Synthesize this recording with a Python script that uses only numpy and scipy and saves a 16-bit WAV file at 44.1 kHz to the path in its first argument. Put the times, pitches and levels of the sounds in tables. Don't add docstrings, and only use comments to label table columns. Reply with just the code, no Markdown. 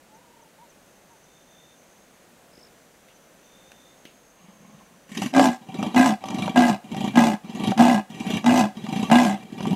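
import sys
import numpy as np
from scipy import signal
from scipy.fft import rfft, irfft, next_fast_len
from scipy.io import wavfile
from scipy.ndimage import uniform_filter1d, map_coordinates

SR = 44100
rng = np.random.default_rng(int(sys.argv[2]) if len(sys.argv) > 2 else 0)


def gain_from_db(level_db):
    decades = np.asarray(level_db, float) / 20
    return 10 ** decades


def to_wav(s):
    ch = np.atleast_2d(s).T
    pcm = np.round(np.clip(ch, -1, 1) * 32767)
    wavfile.write(sys.argv[1], SR, pcm.astype(np.int16))


N = 429975
TIME = np.arange(N) / SR

# folds burst open [t/s], rise to peak [s], length to release [s], peak [level/dB], widest jaw [0-1]
COUGH_EVENTS = [
    (5.348, 0.027, 0.15, -12, 0.92),
    (5.961, .01, 0.17, -11, 1.2),
    (6.559, 0.016, 0.19, -12, 0.8),
    (7.156, 0.025, 0.19, -13, 0.83),
    (7.777, 0.025, 0.2194, -12, 0.65),
    (8.461, .02, .19, -15.5, 1.15),
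    (9.114, 0.013, 0.23, -12, 0.87),
]
# chest leads burst [s], first push eases over [s], by [dB], release [s], final jaw opening [share]
COUGH_EDGES = [(0.022, 0.033, -3, 0.075, 2.3), (0.021, 0.055, -7, 0.0607, .8), (.016, 0.059, -6, .05, .3),
               (0.021, .04, -4, 0.039, .6), (0.0134, 0.066, -4.5, 0.0537, .1), (0.0274, .07, -1, .09, .1),
               (0.029, .06, -4, .065, .3)]
# [f/Hz], width [Hz], [level/dB]
THROAT_IN_MODES = [(637, 130, -9), (766, 29.6, 3), (900, 93, -6), (1144, 12.4, 2)]
MOUTH_IN_MODES = [(1930, 47, -5.5), (2368, 100, 0.5), (2800, 220, -1), (3150, 210, 0), (3840, 40, 3)]
HISS_IN_MODES = [(4650, 54, -2.5), (5070, 130, 0.5), (6020, 370, -0.5), (6820, 330, -3), (7480, 590, -6.5),
                 (9850, 2500, -9.5)]


def unit(x):
    return x / np.sqrt(np.mean(x ** 2) + 1e-20)


def filtered(x, response):
    m = next_fast_len(len(x) + 8192)
    spectrum = rfft(x, m) * response(np.fft.rfftfreq(m, 1 / SR))
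    return irfft(spectrum, m)[:len(x)]


def band(x, low_hz, high_hz):
    sos = signal.butter(3, [low_hz, high_hz], "band", fs=SR, output="sos")
    return unit(signal.sosfilt(sos, x))


def colour(points):
    f, db = np.transpose(points)
    return lambda hz: gain_from_db(np.interp(np.log(hz + 1), np.log(f), db))


def airway(modes, sign=-1):
    return lambda f: sum(sign ** k * gain_from_db(db) * 1j * f * w / (c * c - f * f + 1j * f * w)
                         for k, (c, w, db) in enumerate(modes))


def curves(tables):
    s, *cols = np.transpose(np.concatenate(tables))
    gate = sum((TIME > t[0][0]) & (TIME < t[-1][0]) for t in tables)
    return uniform_filter1d(gate * 1., size=200), *[np.interp(TIME, s, c) for c in cols]


def wobble(rate_hz):
    knots = rng.standard_normal(int(N * rate_hz / SR) + 4)
    return map_coordinates(knots, [TIME * rate_hz])


def patchy(depth_db):
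    z = signal.stft(rng.standard_normal(N), nperseg=256)[2]
    field = uniform_filter1d(rng.standard_normal(z.shape), size=2, axis=0)
    field = uniform_filter1d(field, size=7, axis=1)
    return unit(signal.istft(z * gain_from_db(depth_db * unit(field)), nperseg=256)[1][:N])


def rings(s, gain, hz, t60_s, attack_s):
    t = np.arange(SR // 10) / SR
    wave = np.sin(2 * np.pi * np.outer(hz, t)) * gain_from_db(-60 * t / t60_s) * (1 - np.exp(-t / attack_s))
    at = (np.asarray(s) * SR).astype(int)[:, None] + np.arange(len(t))
    return np.bincount(at.ravel(), (wave * np.reshape(gain, (-1, 1))).ravel(), N + SR)[:N]


def puffs(s, gain, t60_s):
    train = np.bincount((np.asarray(s) * SR).astype(int), gain, N + SR)[:N]
    return train, signal.lfilter([1], [1, -gain_from_db(-60 / (t60_s * SR))], train)


def bush():
    # [f/Hz], density [dB per Hz]
    bush_colour = [(12, -45), (20, 11), (98, -10.5), (176, 0), (429, -5), (521, -1), (1140, -10.5),
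                   (1500, -10), (1630, -10.5), (5270, -20), (6410, -16.5), (14400, -25), (15600, -27)]
    # [t/s], [level/dB]
    bush_course = [(0.0, -55), (1.81, -55), (2.08, -55), (3.63, -53.5), (4.3, -55)]
    level_db = np.interp(TIME, *np.transpose(bush_course))
    return gain_from_db(level_db + wobble(2.69) / 2) * unit(filtered(rng.standard_normal(N), colour(bush_colour)))


def dove():
    # [t/s], [f/Hz], [level/dB]
    coo_tables = [
        [(.09, 844, -66), (.15, 870, -56), (.2, 968, -69), (.43, 930, -64.5), (.48, 855, -65)],
        [(.585, 844, -61), (.63, 973, -53), (.665, 900, -66)],
        [(1.09, 920, -67), (1.12, 950, -61), (1.16, 860, -66)],
    ]
    gate, hz, db = curves(coo_tables)
    roll = 1 + 1.4 * (np.abs(TIME - .33) < .13) * np.sin(2 * np.pi * 33 * TIME)
    return gate * gain_from_db(db + 5.5) * roll * np.sin(2 * np.pi * np.cumsum(hz) / SR)


def ticking_bird():
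    # [t/s], [level/dB]
    tick_events = [(.14, -64), (.41, -65), (.69, -62), (.96, -70), (1.225, -65), (1.5, -65.5), (1.78, -67),
                   (2.585, -66), (3.15, -64), (3.44, -64), (4.03, -68), (4.29, -66), (4.58, -67),
                   (4.85, -64)]
    out = np.zeros(N)
    for s, db in tick_events:
        u = np.clip((TIME - s) / .03, 0, 1)
        out += gain_from_db(db + 5.5) * np.sin(np.pi * u) * np.sin(2 * np.pi * .03 * (6650 * u - 520 * u * u))
    return out


def insects():
    insect_songs = [
        (1.25, 1.43, 0, -69),
        (1.47, 1.75, 0, -64),
        (3.43, 3.95, 0, -64),
        (2.515, 2.685, 1, -59),
        (.7, 2.25, 2, -71),
        (3.35, 4.85, 2, -69),
        (.75, 2.0, 3, -72),
        (2.6, 3.9, 3, -71),
        (4.6, 5.1, 3, -71),
    ]
    # f/Hz, sweep [Hz], chirps [per s], shortness of chirp [exponent]
    insect_kinds = [
        (3600, 120, 56.4, 1),
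        (5150, 600, 51.84, 2.5),
        (6430, 200, 65.5, 1),
        (6010, 200, 64, 1),
    ]
    out = np.zeros(N)
    sway = wobble(40)
    for start, end, kind, db in insect_songs:
        hz, sweep_hz, rate_hz, short = insect_kinds[kind]
        u = np.clip((TIME - start) / (end - start), 0, 1)
        cycle = (rate_hz * TIME) % 1
        pitch_hz = hz + sweep_hz * (1 - 2 * cycle + .12 * sway)
        song = np.sin(np.pi * cycle) ** short * np.sin(2 * np.pi * np.cumsum(pitch_hz) / SR)
        level_db = db + 7.5 + 2.0 * np.roll(sway, round(start * SR))
        out += gain_from_db(level_db) * np.sin(np.pi * u ** 2.0) ** 0.14 * song
    return out


def twigs():
    # [t/s], peak [level/dB], thud [dB re peak], crumble [dB re peak]
    twig_events = [
        (2.5778, -42, 10, -14),
        (3.0855, -38, -13, -8),
        (3.7178, -27, -23, -23),
        (4.0529, -28, -0.5, -7.5),
        (4.79, -42, -12, -19),
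    ]
    s, db, thud_db, crumble_db = np.transpose(twig_events)
    crack = puffs(s, gain_from_db(db), t60_s=0.016)[1] * rng.standard_normal(N)
    crumble = puffs(s, gain_from_db(db + crumble_db), t60_s=.3)[1] * patchy(1.5)
    thud = rings(s, gain_from_db(db + thud_db), 320 + 0 * s, t60_s=0.011, attack_s=0.00091)
    return filtered(crack, airway([(2060, 1060, 0)])) + filtered(crumble, airway([(2830, 470, 0)])) + thud


def echoes(x):
    t = np.arange(SR // 3) / SR
    tail = rng.standard_normal(len(t)) * gain_from_db(-60 * t / 0.32)
    tail = filtered(tail, colour([(100, -23), (800, -9.5), (8000, -10.0)]))
    return signal.fftconvolve(np.pad(x, (600, 0)), tail / np.linalg.norm(tail))[:N]


def snaps():
    # [t/s], peak [level/dB], bright part [dB re peak]
    snap_events = [(5.174, -29, 12), (5.219, -14, -12), (5.259, -23, -3), (5.338, -10.5, -13),
                   (5.364, -8, -8.5), (5.395, 0.5, -22), (5.827, -12, -13), (5.945, -11.5, -11),
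                   (6.239, -15.5, -16), (6.285, -19, -5), (6.305, -22.5, -1), (6.479, -9.5, -22),
                   (6.56, -9, -15), (5.963, -13, -16), (6.573, -8, -14), (6.605, -7.5, -12),
                   (6.946, -19, -13), (8.463, -10, -5), (9.115, -7, -15), (7.157, -13.5, -6),
                   (7.19, -6.5, -10), (7.718, -7.5, -24), (7.776, -16, -4.5), (8.2, -28, 3),
                   (8.443, -13, -13.5), (8.866, -15.5, -17), (9.1, -10.5, -18), (9.606, -15.5, -16),
                   (9.654, -17.5, -18)]
    s, db, bright_db = np.transpose(snap_events)
    low = puffs(s, gain_from_db(db + 15.0), t60_s=0.021)[1] * rng.standard_normal(N)
    high = puffs(s, gain_from_db(db + bright_db + 8), t60_s=0.024)[1] * rng.standard_normal(N)
    throat = filtered(low, airway(THROAT_IN_MODES, sign=0.85))
    mouth = filtered(high, airway(MOUTH_IN_MODES + HISS_IN_MODES))
    return filtered(throat + mouth, lambda f: 1 / (1 + 1j * f / 5000) ** 2)


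def breath_effort():
    breath_events = [
        (4.38, 4.48, 4.58, -49.5),
        (4.585, 4.704, 4.97, -49.5),
        (5.074, 5.246, 5.32, -27),
        (5.615, 5.848, 6.09, -26),
        (6.206, 6.447, 6.57, -25),
        (6.836, 7.065, 7.165, -22.5),
        (7.435, 7.701, 7.76, -21),
        (8.093, 8.359, 8.43, -22.5),
        (8.75, 9.02, 9.44, -26.5),
        (9.425, 9.7, 9.86, -24),
    ]
    # swell depth [share], throat [dB re chest], mouth [dB re chest]
    breath_air = [(0.26, -3, -4), (0.14, -5, -9), (1.08, 5, 11), (1, 3, -1), (0.61, 3.5, 1),
                  (0.94, 0.5, -0.5), (0.86, 0.5, -0.5), (0.86, 1, 3), (0.64, 3.5, 3), (0.91, -0.5, -2.5)]
    tables = []
    for (start, full, end, db), (depth, throat_db, mouth_db) in zip(breath_events, breath_air):
        at = [start + (full - start) * share for share in (0, .35, .72, 1)] + [end]
        swell_db = [depth * -22.5, depth * -13, depth * -4.5, 0, -14 * min(1, 2 * depth)]
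        level_db = db + np.array(swell_db)
        tables.append(np.transpose([at, level_db, level_db + throat_db, level_db + mouth_db]))
    return curves(tables)


def flap_times():
    rattle_events = [(4.485, .034, .58, 3), (4.65, .015, .95, 3), (5.092, .024, .5, 2),
                     (5.117, .022, .62, 4), (5.613, .041, .546, 6), (6.256, .013, .708, 7),
                     (6.843, .04, .417, 6), (7.445, .017, .5, 2), (7.55, .015, .4, 5), (8.101, .012, .5, 2),
                     (8.205, .028, .12, 5), (8.77, .037, .382, 7), (9.448, .04, .613, 6),
                     (9.729, .02, .5, 1)]
    # strength [dB re chest level], chest [f/Hz]
    rattle_flaps = [(6, 190), (7, 193), (1.5, 177), (11.5, 222), (7.5, 228), (7, 201), (7.5, 213), (7, 200),
                    (6.5, 204), (7, 200), (8.5, 221), (11.5, 210), (4, 203), (9, 186)]
    tight_gap_s, unstick_db = .033, 1
    flaps = []
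    for (s, slack_s, kept, count), (db, hz) in zip(rattle_events, rattle_flaps):
        for k in range(count):
            slack_sum_s = slack_s * (1 - kept ** k) / (1 - kept)
            flaps.append((s + tight_gap_s * k + slack_sum_s, db + unstick_db * (k == 0), hz))
    return np.transpose(flaps)


def breaths():
    # [f/Hz], width [Hz], [level/dB]
    throat_early = [(623, 96, 0), (810, 170, -2), (1054, 69, 6.5), (1240, 60, -4)]
    mouth_early = [(1580, 89, -1), (1866, 250, 7), (2260, 210, 7.5), (2760, 350, 9), (3800, 130, -5)]
    # [f/Hz], width [Hz], [level/dB]
    chest_in = [(201, 96, 8), (330, 330, -11.5)]
    # [f/Hz], width [Hz], [level/dB]
    chest_soft = [(190, 35, 0)]
    gate, chest_db, throat_db, mouth_db = breath_effort()
    s, flap_db, flap_hz = flap_times()
    chance = rng.standard_normal((len(s), 2))
    db = np.interp(s, TIME, chest_db) + flap_db + 0.82 * chance[:, 0]
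    hz = flap_hz + 12.3 * chance[:, 1]
    knock = rings(s - .002, gain_from_db(db), hz, t60_s=.036, attack_s=.03)
    puff = puffs(s, gain_from_db(2.6 * rng.standard_normal(len(s))), t60_s=0.071)[1]
    duty = np.sqrt(np.mean(gate))

    def air(leak, modes, low_hz, high_hz):
        flow = (puff + leak) * gate * patchy(3.4)
        return duty * band(filtered(flow, airway(modes, sign=0.82)), low_hz, high_hz)

    early, soft = TIME < 5.33, TIME < 5
    murmur = np.where(soft, 2.2, .35)
    throat = np.where(early, air(murmur, throat_early, 620, 1280), air(0.61, THROAT_IN_MODES, 580, 1174))
    mouth = np.where(early, air(murmur, mouth_early, 1660, 4500), air(0.54, MOUTH_IN_MODES, 1270, 4300))
    chest = np.where(soft, air(3, chest_soft, 140, 260), air(.5, chest_in, 105, 420))
    hiss = air(0.38, HISS_IN_MODES, 5060, 12500)
    return (gain_from_db(23) * knock + gain_from_db(chest_db - 4) * chest + gain_from_db(throat_db - 13) * throat
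            + gain_from_db(mouth_db) * (gain_from_db(-14.5) * mouth + gain_from_db(-24) * hiss))


def cough_effort():
    jaw_course = [0.97, 0.064, 0.57, 1, 0.16]
    lead_db, sag_db_per_s, release_db = -22, -55, -33.5
    tables = []
    for (s, rise, length, db, opening), (lead, ease, ease_db, release, last) in zip(COUGH_EVENTS, COUGH_EDGES):
        settled = rise + ease
        widest = (settled + length) / 2
        at = [-lead, rise, settled, widest, length, length + release]
        widest_db = ease_db + sag_db_per_s * (widest - settled)
        end_db = ease_db + sag_db_per_s * (length - settled)
        level_db = [lead_db, 0, ease_db, widest_db, end_db, end_db + release_db]
        jaw = [*opening * np.array(jaw_course), last]
        tables.append(np.transpose([s + np.array(at), db + np.array(level_db), jaw]))
    return curves(tables)


def cough_arch():
    # start [f/Hz], top [f/Hz], larynx sinks [t/s], after [f/Hz]
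    chest_arches = [(268, 265, 5.46, 247), (247, 257, 6.085, 210), (242, 246, 6.7, 202),
                    (234, 235, 7.29, 208), (217.4, 248, 7.94, 206), (226, 251, 8.61, 208),
                    (206.7, 247, 9.26, 200)]
    pharynx_course = (732, 720, 690.5, 750, 748)
    climb_s, sink_s = .085, 0.0459
    tables = []
    for cough, edge, (start_hz, top_hz, sink, low_hz) in zip(COUGH_EVENTS, COUGH_EDGES, chest_arches):
        s, length, lead, release = cough[0], cough[2], edge[0], edge[3]
        at = [s - lead, s - lead + climb_s, sink - sink_s / 2, sink + sink_s / 2, s + length + release]
        tables.append(np.transpose([at, [start_hz, top_hz, top_hz, low_hz, low_hz], pharynx_course]))
    return curves(tables)[1:]


def coughs():
    # [f/Hz], width [Hz], [level/dB]
    throat_out = [(578, 14, -2.5), (675, 29, -3), (765, 32, -0.5), (860, 10, 0.5), (1010, 7.6, -1),
                  (1230, 22, -14)]
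    mouth_out = [(1632, 53, 7.5), (2010, 75, 0), (2120, 53, -10), (2374, 38, -4), (2543, 58, -2.5),
                 (2825, 58, -4), (3400, 44, -7.5), (3890, 51, -10)]
    # [f/Hz], density [dB per Hz]
    hiss_out = [(2470, -5.5), (4200, -7), (4610, -5.5), (4950, -4), (5380, -3.5), (7950, -5), (9370, -11.5),
                (14000, -18), (15600, -31)]
    gate, chest_db, jaw = cough_effort()
    chest_hz, pharynx_hz = cough_arch()
    throat_db = -7 + 5 * jaw
    mouth_db = -15 + 4.5 * jaw
    hiss_db = -24 + 11.5 * jaw + 0.11 * (chest_db + 13.5)

    bursts = np.transpose(COUGH_EVENTS)[0]
    burst = bursts[np.clip(np.searchsorted(bursts - .04, TIME) - 1, 0, None)]
    beat = np.cumsum(63 * (1 + .07 * wobble(30))) / SR
    at = np.flatnonzero(np.diff(np.floor(beat - beat[(burst * SR).astype(int)])))
    size = gain_from_db(2.4 * rng.standard_normal(len(at)))
    size = size * gain_from_db(3.5 * np.exp(-np.abs(at / SR - burst[at] - .02) / 0.052))
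    train, puff = puffs(at / SR, size, t60_s=0.056)

    def swell(t60_s, leak):
        return uniform_filter1d(puffs(at / SR + 0.0035, size, t60_s)[1], size=260) + leak

    def tone(hz, drift):
        return np.sin(2 * np.pi * np.cumsum(hz * (1 + drift * wobble(60))) / SR)

    def air(leak, depth_db):
        return unit((puff + leak) * patchy(depth_db))

    chest = unit(swell(.1, .35) * (1 + .3 * wobble(160)) * tone(chest_hz, .018))
    overtones = unit(swell(.1, .35) * (tone(3 * chest_hz, .01) + .7 * tone(4 * chest_hz, .01)))
    body = airway([(160, 80, -8), (315, 50, 0), (370, 60, -14)], sign=1)
    chest += .25 * band(filtered(patchy(3), body), 110, 400)
    chest += 0.038 * np.sin(2 * np.pi * beat)
    pharynx = unit(swell(.06, .25) * gain_from_db(3.5 * wobble(25)) * tone(pharynx_hz, .015))
    pulses = unit(train)
    throat = band(filtered(1.3 * pulses + air(.22, 2.5), airway(throat_out, sign=1)), 550, 1300)
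    mouth = band(filtered(.55 * pulses + air(.18, 3), airway(mouth_out, sign=1)), 1500, 4400)
    hiss = unit(filtered(air(.5, 2.8), colour(hiss_out)))

    bright = gain_from_db(throat_db) * unit(throat + 0.73 * pharynx + 0.17 * overtones)
    bright = bright + gain_from_db(mouth_db) * mouth + gain_from_db(hiss_db) * hiss
    open_db = np.where(TIME < burst, -9, 3 * gain_from_db(-60 * np.abs(TIME - burst) / 0.11))
    return gate * gain_from_db(chest_db) * (chest + gain_from_db(open_db) * bright)


def scene():
    background = bush() + dove() + ticking_bird() + insects() + twigs()
    cat = snaps() + breaths() + coughs()
    return (background + cat + gain_from_db(-17) * echoes(cat))[None]


def band_limit(x):
    return signal.sosfilt(signal.butter(12, 15780, fs=SR, output="sos"), x)


def record(dry):
    cut = signal.sosfilt(signal.butter(2, 70, "high", fs=SR, output="sos"), dry)
    cut = cut / (1 + np.abs(cut / .98) ** 8) ** (1 / 8)
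    mix = filtered(cut[0], lambda hz: hz < 15780)[None]
    return band_limit(mix)


dry = scene()
out = record(dry)
to_wav(out)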